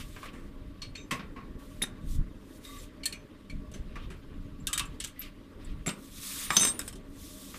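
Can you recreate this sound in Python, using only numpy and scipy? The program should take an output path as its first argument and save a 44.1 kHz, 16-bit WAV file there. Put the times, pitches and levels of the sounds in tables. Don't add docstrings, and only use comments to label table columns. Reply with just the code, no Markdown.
import sys
import numpy as np
from scipy import signal
from scipy.fft import rfft, irfft, next_fast_len
from scipy.io import wavfile
from scipy.ndimage import uniform_filter1d, map_coordinates

SR = 44100
rng = np.random.default_rng(int(sys.argv[2]) if len(sys.argv) > 2 else 0)


def invert_db(level):
    return 10 ** (np.asarray(level, dtype=float) / 20)


def store_wav(level_fs):
    pcm = np.round(np.clip(np.atleast_2d(level_fs), -1, 1) * 32767)
    wavfile.write(sys.argv[1], SR, pcm.T.astype(np.int16))


N = 334278
TIME_S = np.arange(N) / SR

MODES_HZ = [1082, 1150, 1230, 1370, 1600, 1800, 1975, 2130, 2300, 2450, 2640, 2850, 3140, 3720, 4320, 5140,
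            5370, 5910, 6187, 7370, 7850, 8467, 9293, 9359, 9520, 10316, 12200, 14090]
GATE_DB_PER_S = 1499


def unit(x):
    return x / np.sqrt(np.mean(x ** 2) + 1e-20)


def along(points, hz):
    f, v = np.transpose(points)
    return np.interp(np.log(hz + 1), np.log(f + 1), v)


def wobble(knots_per_s):
    knots = rng.standard_normal(int(N * knots_per_s / SR) + 4)
    return map_coordinates(knots, [np.arange(N) * knots_per_s / SR])


def filtered(x, response):
    m = next_fast_len(len(x) + 8192)
    return irfft(rfft(x, m) * response(np.fft.rfftfreq(m, 1 / SR)), m)[:len(x)]


def rush(spectrum, patchy_db):
    z = signal.stft(rng.standard_normal(N), nperseg=256)[2]
    field = uniform_filter1d(rng.standard_normal(z.shape), size=5, axis=0)
    field = uniform_filter1d(field, size=8, axis=1)
    patchy = signal.istft(z * invert_db(patchy_db * unit(field)), nperseg=256)[1][:N]
    return unit(filtered(patchy, lambda hz: invert_db(along(spectrum, hz))))


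def add(track, s, x):
    track[round(s * SR):][:len(x)] += x


def room(x, wet_db):
    # f/Hz, t60/s
    decay = [(300, 0.92), (2000, 0.25), (12000, 0.12)]
    hz, t, z = signal.stft(rng.standard_normal(SR // 4), SR, nperseg=256)
    fade_db = -60 * t / along(decay, hz)[:, None]
    tail = signal.istft(z * invert_db(fade_db), SR, nperseg=256)[1]
    tail = np.pad(tail / np.linalg.norm(tail), (round(.004 * SR), 0))
    return x + invert_db(wet_db) * signal.fftconvolve(x, tail)[:len(x)]


def hum():
    # f/Hz, relative level/dB per Hz
    spectrum = [(53, -47.5), (90, -0.5), (124, -26), (278, 0.5), (395, -13), (437, -7), (467, -19),
                (500, -12), (601, -18.5), (665, -29.5), (1120, -20.5), (1220, -24), (2050, -27),
                (2390, -57.5), (5000, -40.5), (6500, -64), (11000, -120)]
    # f/Hz, single-pass width/Hz, single-pass relative gain/dB
    resonances = [(96.5, 8.3, -9), (196.5, 10.6, 4.5), (275.3, 14.7, 3), (607.8, 37.5, -1.5),
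                  (1134, 31, -3.5)]

    def one_pass(f):
        return sum(invert_db(db) * 1j * f * w / (c * c - f * f + 1j * f * w) for c, w, db in resonances)

    tones = unit(filtered(rng.standard_normal(N), lambda f: one_pass(f) ** 2))
    noise = invert_db(-53 + 1.46 * wobble(3.676)) * rush(spectrum, patchy_db=2.5)
    return noise + invert_db(-57.0 + 2.3 * wobble(4.19)) * tones


def buffet():
    # t/s, relative level/dB
    swell = [(0.0, -44.5), (0.15, -44.5), (0.27, -51.5), (0.65, -44), (1.9, -48), (2.15, -36), (2.2, -26.5),
             (2.26, -44.5), (2.7, -58), (2.79, -48.5), (3.42, -54), (3.57, -37.5), (3.61, -45.5),
             (4.83, -43), (5.15, -53), (5.62, -51), (5.72, -39), (5.93, -53), (6.84, -51), (7.58, -52)]
    # f/Hz, relative level/dB per Hz
    spectrum = [(12, -21.5), (20, 3.5), (118, -12), (152, -12), (216, -17), (300, -21.5), (390, -37.5),
                (660, -120)]
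    push_s, push_db, push_hz = 2.19, -21, 49
    u = (TIME_S - push_s) * push_hz
    push = invert_db(push_db) * np.sin(2 * np.pi * u) * np.exp(-np.where(u > 0, 1.4 * u, 3 * u * u))
    lumps = invert_db(2.5 * wobble(14))
    lumpy = unit(lumps * rush(spectrum, patchy_db=2.0))
    swell_s, swell_db = np.transpose(swell)
    return invert_db(np.interp(TIME_S, swell_s, swell_db) + 1.5) * lumpy + push


def rustle():
    # start t/s, rise/s, end t/s, relative hiss level/dB, relative scuff level/dB
    strokes = [(-.05, .04, 0.014, -49.5, -42), (0, .01, 0.26, -57.5, -57), (.17, 0.062, 0.29, -70, -49.5),
               (.31, 0.024, 0.48, -70, -73), (1.575, 0.02, 1.85, -61.5, -63.5),
               (2.02, 0.089, 2.156, -50.5, -62), (2.3, 0.26, 2.58, -58.5, -78),
               (2.6, 0.045, 2.84, -52.5, -56), (3.8, 0.24, 4.05, -74, -53), (4.85, 0.19, 4.95, -57, -49),
               (5.14, 0.078, 5.27, -59.5, -48.5), (5.579, 0.039, 5.72, -69, -56),
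               (5.8, 0.26, 6.06, -54.5, -76), (6.06, 0.21, 6.455, -37, -45.5),
               (6.36, 0.053, 6.67, -47.5, -44.5), (6.47, 0.06, 6.7, -40.5, -57),
               (6.68, 0.033, 6.78, -56, -54), (6.8, .03, 6.9, -53.5, -74), (7.08, 0.14, 8.12, -49, -59.5),
               (7.4, 0.21, 8.9, -65, -54)]
    # f/Hz, relative level/dB per Hz
    hiss_spectrum = [(2060, -33), (3500, -5.5), (4480, -9.5), (6530, -8), (9140, -7.5), (13200, -12),
                     (14300, -7)]
    scuff_spectrum = [(500, -40), (1000, -8), (1150, -2), (1400, -6), (2300, -2), (3500, -3), (5000, -11),
                      (8000, -28)]
    rise_db, fall_db_per_s = 21.5, 422
    floor_hiss_db, floor_scuff_db = -71.5, -63.5
    scraped_below_hz, lift_db, relative_width = 4000, 3, 0.0054

    hiss_power = invert_db(floor_hiss_db) ** 2
    scuff_power = invert_db(floor_scuff_db + 0.58 * wobble(3.18)) ** 2
    for s, rise_s, end_s, hiss_db, scuff_db in strokes:
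        climb_db = -rise_db * np.clip(1 - (TIME_S - s) / rise_s, 0, 9)
        fall_db = -fall_db_per_s * np.clip(TIME_S - end_s, 0, 1)
        shape = invert_db(climb_db + fall_db) ** 2
        hiss_power = hiss_power + invert_db(hiss_db) ** 2 * shape
        scuff_power = scuff_power + invert_db(scuff_db) ** 2 * shape

    def steel_lift(hz):
        woken = [c for c in MODES_HZ if c < scraped_below_hz]
        peaks = sum(invert_db(lift_db) ** 2 / (1 + ((hz - c) / (relative_width * c)) ** 2) for c in woken)
        return np.sqrt(1 + peaks)

    grain = wobble(60)
    hiss_noise = rush(hiss_spectrum, patchy_db=1.6)
    scuff_noise = unit(filtered(rush(scuff_spectrum, patchy_db=2.0), steel_lift))
    hiss = np.sqrt(hiss_power) * invert_db(0.37 * grain) * hiss_noise
    scuff = np.sqrt(scuff_power) * invert_db(0.63 * grain - 3.5) * scuff_noise
    return hiss + scuff


def thumps():
    # t/s, relative level/dB, t60/s
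    puffs = [(1.112, -34.5, 0.34), (1.821, -39, 0.11), (5.865, -27, 0.17), (6.506, -31.5, 0.09),
             (6.568, -30, 0.14), (6.612, -36, 0.18)]
    # f/Hz, relative level/dB per Hz
    tile = [(60, -31), (120, -1), (200, 4), (400, -9), (700, -11.5), (1100, -34)]
    out = np.zeros(N + SR)
    t = np.arange(SR // 4) / SR
    for s, db, t60 in puffs:
        puff = unit(filtered(rng.standard_normal(len(t)), lambda hz: invert_db(along(tile, hz))))
        add(out, s, puff * invert_db(db - 60 * t / t60) * (1 - np.exp(-t / 0.0051)))
    return out[:N]


def scrape():
    # f/Hz, rms level/dB
    ringing = [(1150, -58), (2050, -60.5), (3720, -58.5)]
    start_s, end_s = 2.652, 2.795
    relative_blur = .07
    gate_db = -GATE_DB_PER_S * (np.clip(start_s - TIME_S, 0, 1) + np.clip(TIME_S - end_s, 0, 1))
    out = np.zeros(N)
    for hz, db in ringing:
        fed = .5 + wobble(relative_blur * hz) + 1j * wobble(relative_blur * hz)
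        out += invert_db(db) * np.imag(fed * np.exp(2j * np.pi * hz * TIME_S))
    return invert_db(gate_db) * out


def chatter():
    # f/Hz, light rattle level/dB, full at t/s, full level/dB, damped from t/s
    ringing = [(3690, -46, 6.597, -35.5, 6.69), (5170, -49.5, 6.65, -46.5, 6.69),
               (6230, -51, 6.575, -30, 6.688), (7380, -47, 6.6, -38, 6.69),
               (8460, -46, 6.615, -27.5, 6.702), (9520, -52, 6.64, -51, 6.89),
               (14090, -51.5, 6.53, -49.5, 6.69)]
    rattle_start_s, sag_db_per_s, damp_db_per_s = 6.507, 40.5, 599
    kicks_per_s, kick_max_db, kick_decay_s = 160, -43.5, 0.011

    t = TIME_S
    out = np.zeros(N)
    kicks = rng.random(N) < kicks_per_s / SR
    fade = np.exp(-t[:SR // 20] / kick_decay_s)
    for near_hz, light_db, full_s, full_db, damped_s in ringing:
        hz = min(MODES_HZ, key=lambda mode: abs(mode - near_hz))
        swell_db = np.maximum(light_db, full_db - GATE_DB_PER_S * (full_s - t))
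        sag_db = full_db - sag_db_per_s * (t - full_s)
        fed_db = np.where(t < full_s, swell_db, sag_db)
        gate_db = -GATE_DB_PER_S * np.clip(rattle_start_s - t, 0, 1)
        gate_db = gate_db - damp_db_per_s * np.clip(t - damped_s, 0, 1)
        sizes = rng.standard_normal(N) + 1j * rng.standard_normal(N)
        jolts = signal.fftconvolve(kicks * sizes, fade)[:N]
        kick_db = np.minimum(kick_max_db, fed_db - 3.5)
        swing = invert_db(fed_db + 1.2 * wobble(60)) + invert_db(kick_db) * jolts
        carrier = np.exp(2j * np.pi * hz * t + .3j * wobble(50))
        out += np.sqrt(2) * invert_db(gate_db) * np.imag(swing * carrier)
    return out


def clinks():
    # t/s, level/dB, most excited f/Hz, t60/s before the cut
    strikes = [(.23, -39.5, 1150, .18), (.818, -33, 4320, .11), (.845, -42, 4320, .16),
               (.822, -48, 2300, .2), (.85, -48, 2750, .12), (.819, -46, 5910, .1), (.819, -55, 8467, .22),
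               (0.823, -48.5, 1150, 0.093), (.954, -39, 4320, 0.051), (.952, -41, 2450, .07),
               (.968, -44, 2640, .05), (.984, -44, 2500, .08), (1.0, -46, 2380, .12),
               (.955, -55.5, 6187, .9), (.955, -58, 7370, .45), (.977, -49, 3720, 0.2),
               (1.111, -28, 1082, 0.25), (1.112, -32, 3140, .07), (1.111, -32, 1975, 0.14),
               (1.361, -47, 1082, .31), (1.821, -21, 3720, 0.09), (1.822, -36, 5140, .06),
               (1.824, -37, 6187, .09), (1.821, -22, 10316, 0.062), (1.818, -18, 2200, .016),
               (1.8365, -19, 1800, .022), (2.649, -42, 3720, 0.093), (2.785, -49.5, 7370, .1),
               (3.033, -29.5, 4320, 0.034), (3.034, -40, 2300, 0.09), (3.034, -42, 2850, .07),
               (3.058, -44, 1800, .15), (3.072, -40, 2380, .15), (3.057, -30, 8467, .045),
               (3.056, -21, 4320, 0.058), (3.126, -41, 2380, .2), (3.124, -35, 4320, .04),
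               (3.126, -38, 2850, .05), (3.14, -58, 6187, .3), (3.499, -48, 4320, 0.052),
               (3.498, -41, 2330, 0.13), (3.738, -43, 6187, 0.06), (3.956, -44, 1150, .2),
               (4.6, -53.5, 7370, .11), (4.673, -33, 1560, 0.1), (4.69, -44, 2850, .35),
               (4.688, -41, 1230, 0.7), (4.674, -33, 2740, .14), (4.67, -27, 3720, .03),
               (4.735, -34, 7850, .08), (4.777, -28, 8467, .04), (4.729, -40, 3140, .079),
               (4.737, -30, 1290, 0.22), (4.745, -33.5, 3720, 0.11), (4.796, -21, 3720, .027),
               (4.779, -30, 2850, .035), (4.799, -39, 1150, 0.3), (4.8, -35, 2640, 0.14),
               (4.855, -46, 7370, .088), (5.001, -24, 8090, .027), (5.045, -28.5, 7370, .038),
               (5.16, -49, 2050, .4), (5.193, -26, 12170, 0.075), (5.645, -51.5, 9060, .074),
               (5.647, -47, 7600, .04), (5.864, -33, 10316, .08), (5.868, -22.5, 7276, 0.082),
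               (5.88, -33, 3720, 0.084), (5.9, -41, 8467, .13), (6.438, -41, 9300, .36),
               (6.508, -33, 1150, 0.25), (6.504, -25, 1900, .018), (6.53, -41, 7370, .4),
               (6.598, -36, 9320, .12), (6.614, -32, 1600, .03), (6.632, -34, 1800, .03),
               (6.674, -36, 5140, .07), (6.567, -12.5, 6187, 0.045), (6.566, -12, 3720, 0.027),
               (6.576, -29, 5140, 0.067), (6.612, -27, 10316, 0.1), (6.637, -25, 5140, .06),
               (6.793, -30, 5140, .04), (6.792, -36, 8467, 0.045), (6.878, -36, 8467, 0.04),
               (6.792, -36, 1600, .02), (6.797, -38, 3720, .07), (6.88, -45, 5140, .07),
               (6.881, -46, 3720, .05), (6.925, -50, 8467, .07), (6.931, -51, 5370, .06),
               (6.883, -39, 7850, .035)]
    out = np.zeros(N + SR)
    t = np.arange(SR // 3) / SR
    hz = np.array(MODES_HZ)[:, None]
    cut_db = -600 * np.clip(t - .09, 0, None)
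    for s, db, struck_hz, t60 in strikes:
        slope_db_per_octave = -150 * min(t60 / .05, 1)
        mode_db = slope_db_per_octave * np.abs(np.log2(hz / struck_hz)) + 2 * rng.standard_normal(hz.shape)
        shake = unit(uniform_filter1d(rng.standard_normal((2, len(hz), len(t))), size=200))
        tones = invert_db(mode_db + 2.5 * shake[0]) * np.sin(2 * np.pi * hz * t + 0.64 * shake[1])
        envelope = invert_db(db + cut_db - 60 * t / max(t60, .01)) * (1 - np.exp(-t / 0.0011))
        add(out, s, room(np.sum(tones, axis=0) * envelope, wet_db=-17))
    return out[:N]


def blows():
    # t/s, relative level/dB, relative body/dB, relative brightness/dB, treble t60/s
    knocks = [(.818, -32.5, -10, -24, 0.1), (.952, -40, 2, -20.5, 0.1), (1.109, -26, 5, -15, 0.11),
              (2.649, -57, 14, 1.5, 0.047), (3.034, -41.5, -13, -10, 0.092),
              (3.056, -26.5, -7.5, -1.5, 0.054), (3.125, -38, 3, -8, 0.072), (3.497, -46, 1.5, -13, 0.086),
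              (4.67, -23, -14, -6, 0.047), (4.73, -24, 0, -4, 0.059), (4.7772, -22.5, -0.5, -6, 0.052),
              (4.795, -20.5, -1.5, -12.5, 0.035), (5.001, -29.5, -6.5, -14.5, 0.099),
              (5.04, -29.5, -5, -9, 0.053), (5.046, -28.5, -6, -11, 0.035), (5.071, -45.5, 2, -1.5, 0.084),
              (5.216, -37.5, -6, -15, 0.1), (6.596, -23, -20, -6.5, 0.03), (6.815, -38, 2, -12.5, 0.026)]
    low_contacts = [(.163, -45, 11, -20, 0.059), (.23, -51.5, 17.5, -6, 0.059),
                    (.257, -46, 10.5, -11, 0.069), (.331, -56, 11.5, -11.5, 0.35),
                    (1.192, -42.5, 8, -36, 0.14), (1.362, -54, 13, -45, 0.25),
                    (1.8203, -31.5, -3.5, 0, 0.054), (1.837, -35, 8.5, -7, 0.022),
                    (3.716, -47.5, -15, -9, 0.055), (3.738, -45, -0.5, -13, 0.16),
                    (3.955, -47, 12, -18, 0.11), (4.101, -47.5, 6.5, -13.5, 0.15),
                    (4.853, -54.5, 4.5, -0.5, .065), (5.862, -32.5, 6, -13, 0.048),
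                    (5.879, -35, 9.5, -11, 0.02), (5.89, -27, 2, -13, 0.051),
                    (6.5048, -23, 9.5, -23.5, 0.025), (6.5672, -11.5, -5.5, -11.5, 0.029),
                    (6.61, -28.5, 4, -2.5, 0.019), (6.622, -27.5, 2.5, -8, 0.019),
                    (6.632, -24, 2, -15.5, 0.045), (6.6504, -22.5, 2.5, -3.5, 0.03),
                    (6.673, -26, -5.5, -9, 0.027), (6.792, -35.5, 9.5, 5, 0.041),
                    (6.878, -35.5, -0.5, -2, 0.047), (6.927, -45.5, 4.5, -6, 0.054),
                    (6.685, -37.5, 2, -11, 0.032), (6.955, -45, -12, -11, 0.075),
                    (7.54, -43, 8.5, -31, 0.095)]
    contacts = [(*row, -17.5) for row in knocks]
    contacts += [(*row, -7 + (0.37 - 1) * row[1]) for row in low_contacts]

    out = np.zeros(N + SR)
    t = np.arange(SR // 4) / SR
    modes = np.array(MODES_HZ)[:, None]
    for s, db, body_db, bright_db, t60, low_db in contacts:
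        # f/Hz, relative level/dB
        colour = [(90, low_db - 11.0), (200, low_db), (450, low_db - 10.0),
                  (800, (low_db + body_db) / 2 - 12.0), (1150, body_db + 0.44 * min(low_db, 0)),
                  (1800, body_db), (2300, body_db - 0.5), (3200, 2.0), (4200, -3.5), (5300, -5.0),
                  (8000, bright_db + 9.0), (14000, bright_db - 3.5)]
        strength = invert_db(2.5 * rng.standard_normal(modes.shape))

        def steel(hz):
            peaks = strength ** 2 / (1 + ((hz - modes) / (0.0077 * modes)) ** 2)
            return np.sqrt(0.85 + np.sum(peaks, axis=0))

        noise = filtered(rng.standard_normal(len(t)), lambda hz: invert_db(along(colour, hz)) * steel(hz))
        dull = filtered(noise, lambda hz: 1 / (1 + (hz / 4500) ** 4))
        decay_db = -60 * t / max(t60, .005)
        clatter = dull * invert_db(0.71 * decay_db) + (noise - dull) * invert_db(decay_db)
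        clatter = clatter * (1 - np.exp(-t / 0.0019))
        crack = noise * invert_db(-60 * t / 0.0074) * (1 - np.exp(-t / 0.000186))
        crack = crack * np.std(noise) / np.abs(crack).max()
        crack = crack * invert_db(14.0 - 228 * t60)
        add(out, s, room(invert_db(db + 2) * (clatter + crack), wet_db=-8.5))
    return out[:N]


def scene():
    steel = blows() + thumps() + clinks() + chatter() + scrape()
    return np.tile(steel + rustle() + hum() + buffet(), (2, 1))


def top_cut(x):
    return signal.sosfilt(signal.butter(12, 15530, fs=SR, output="sos"), x)


def record(dry):
    top_hz = 14400

    def rolloff(hz):
        slope_db = -65 * np.clip(hz / top_hz - 1, 0, 1) / 0.101
        return invert_db(slope_db - 7.6 * (hz > top_hz))

    mono = filtered(dry[0], rolloff)
    return top_cut(np.tile(mono, (2, 1)))


dry = scene()
out = record(dry)
store_wav(out)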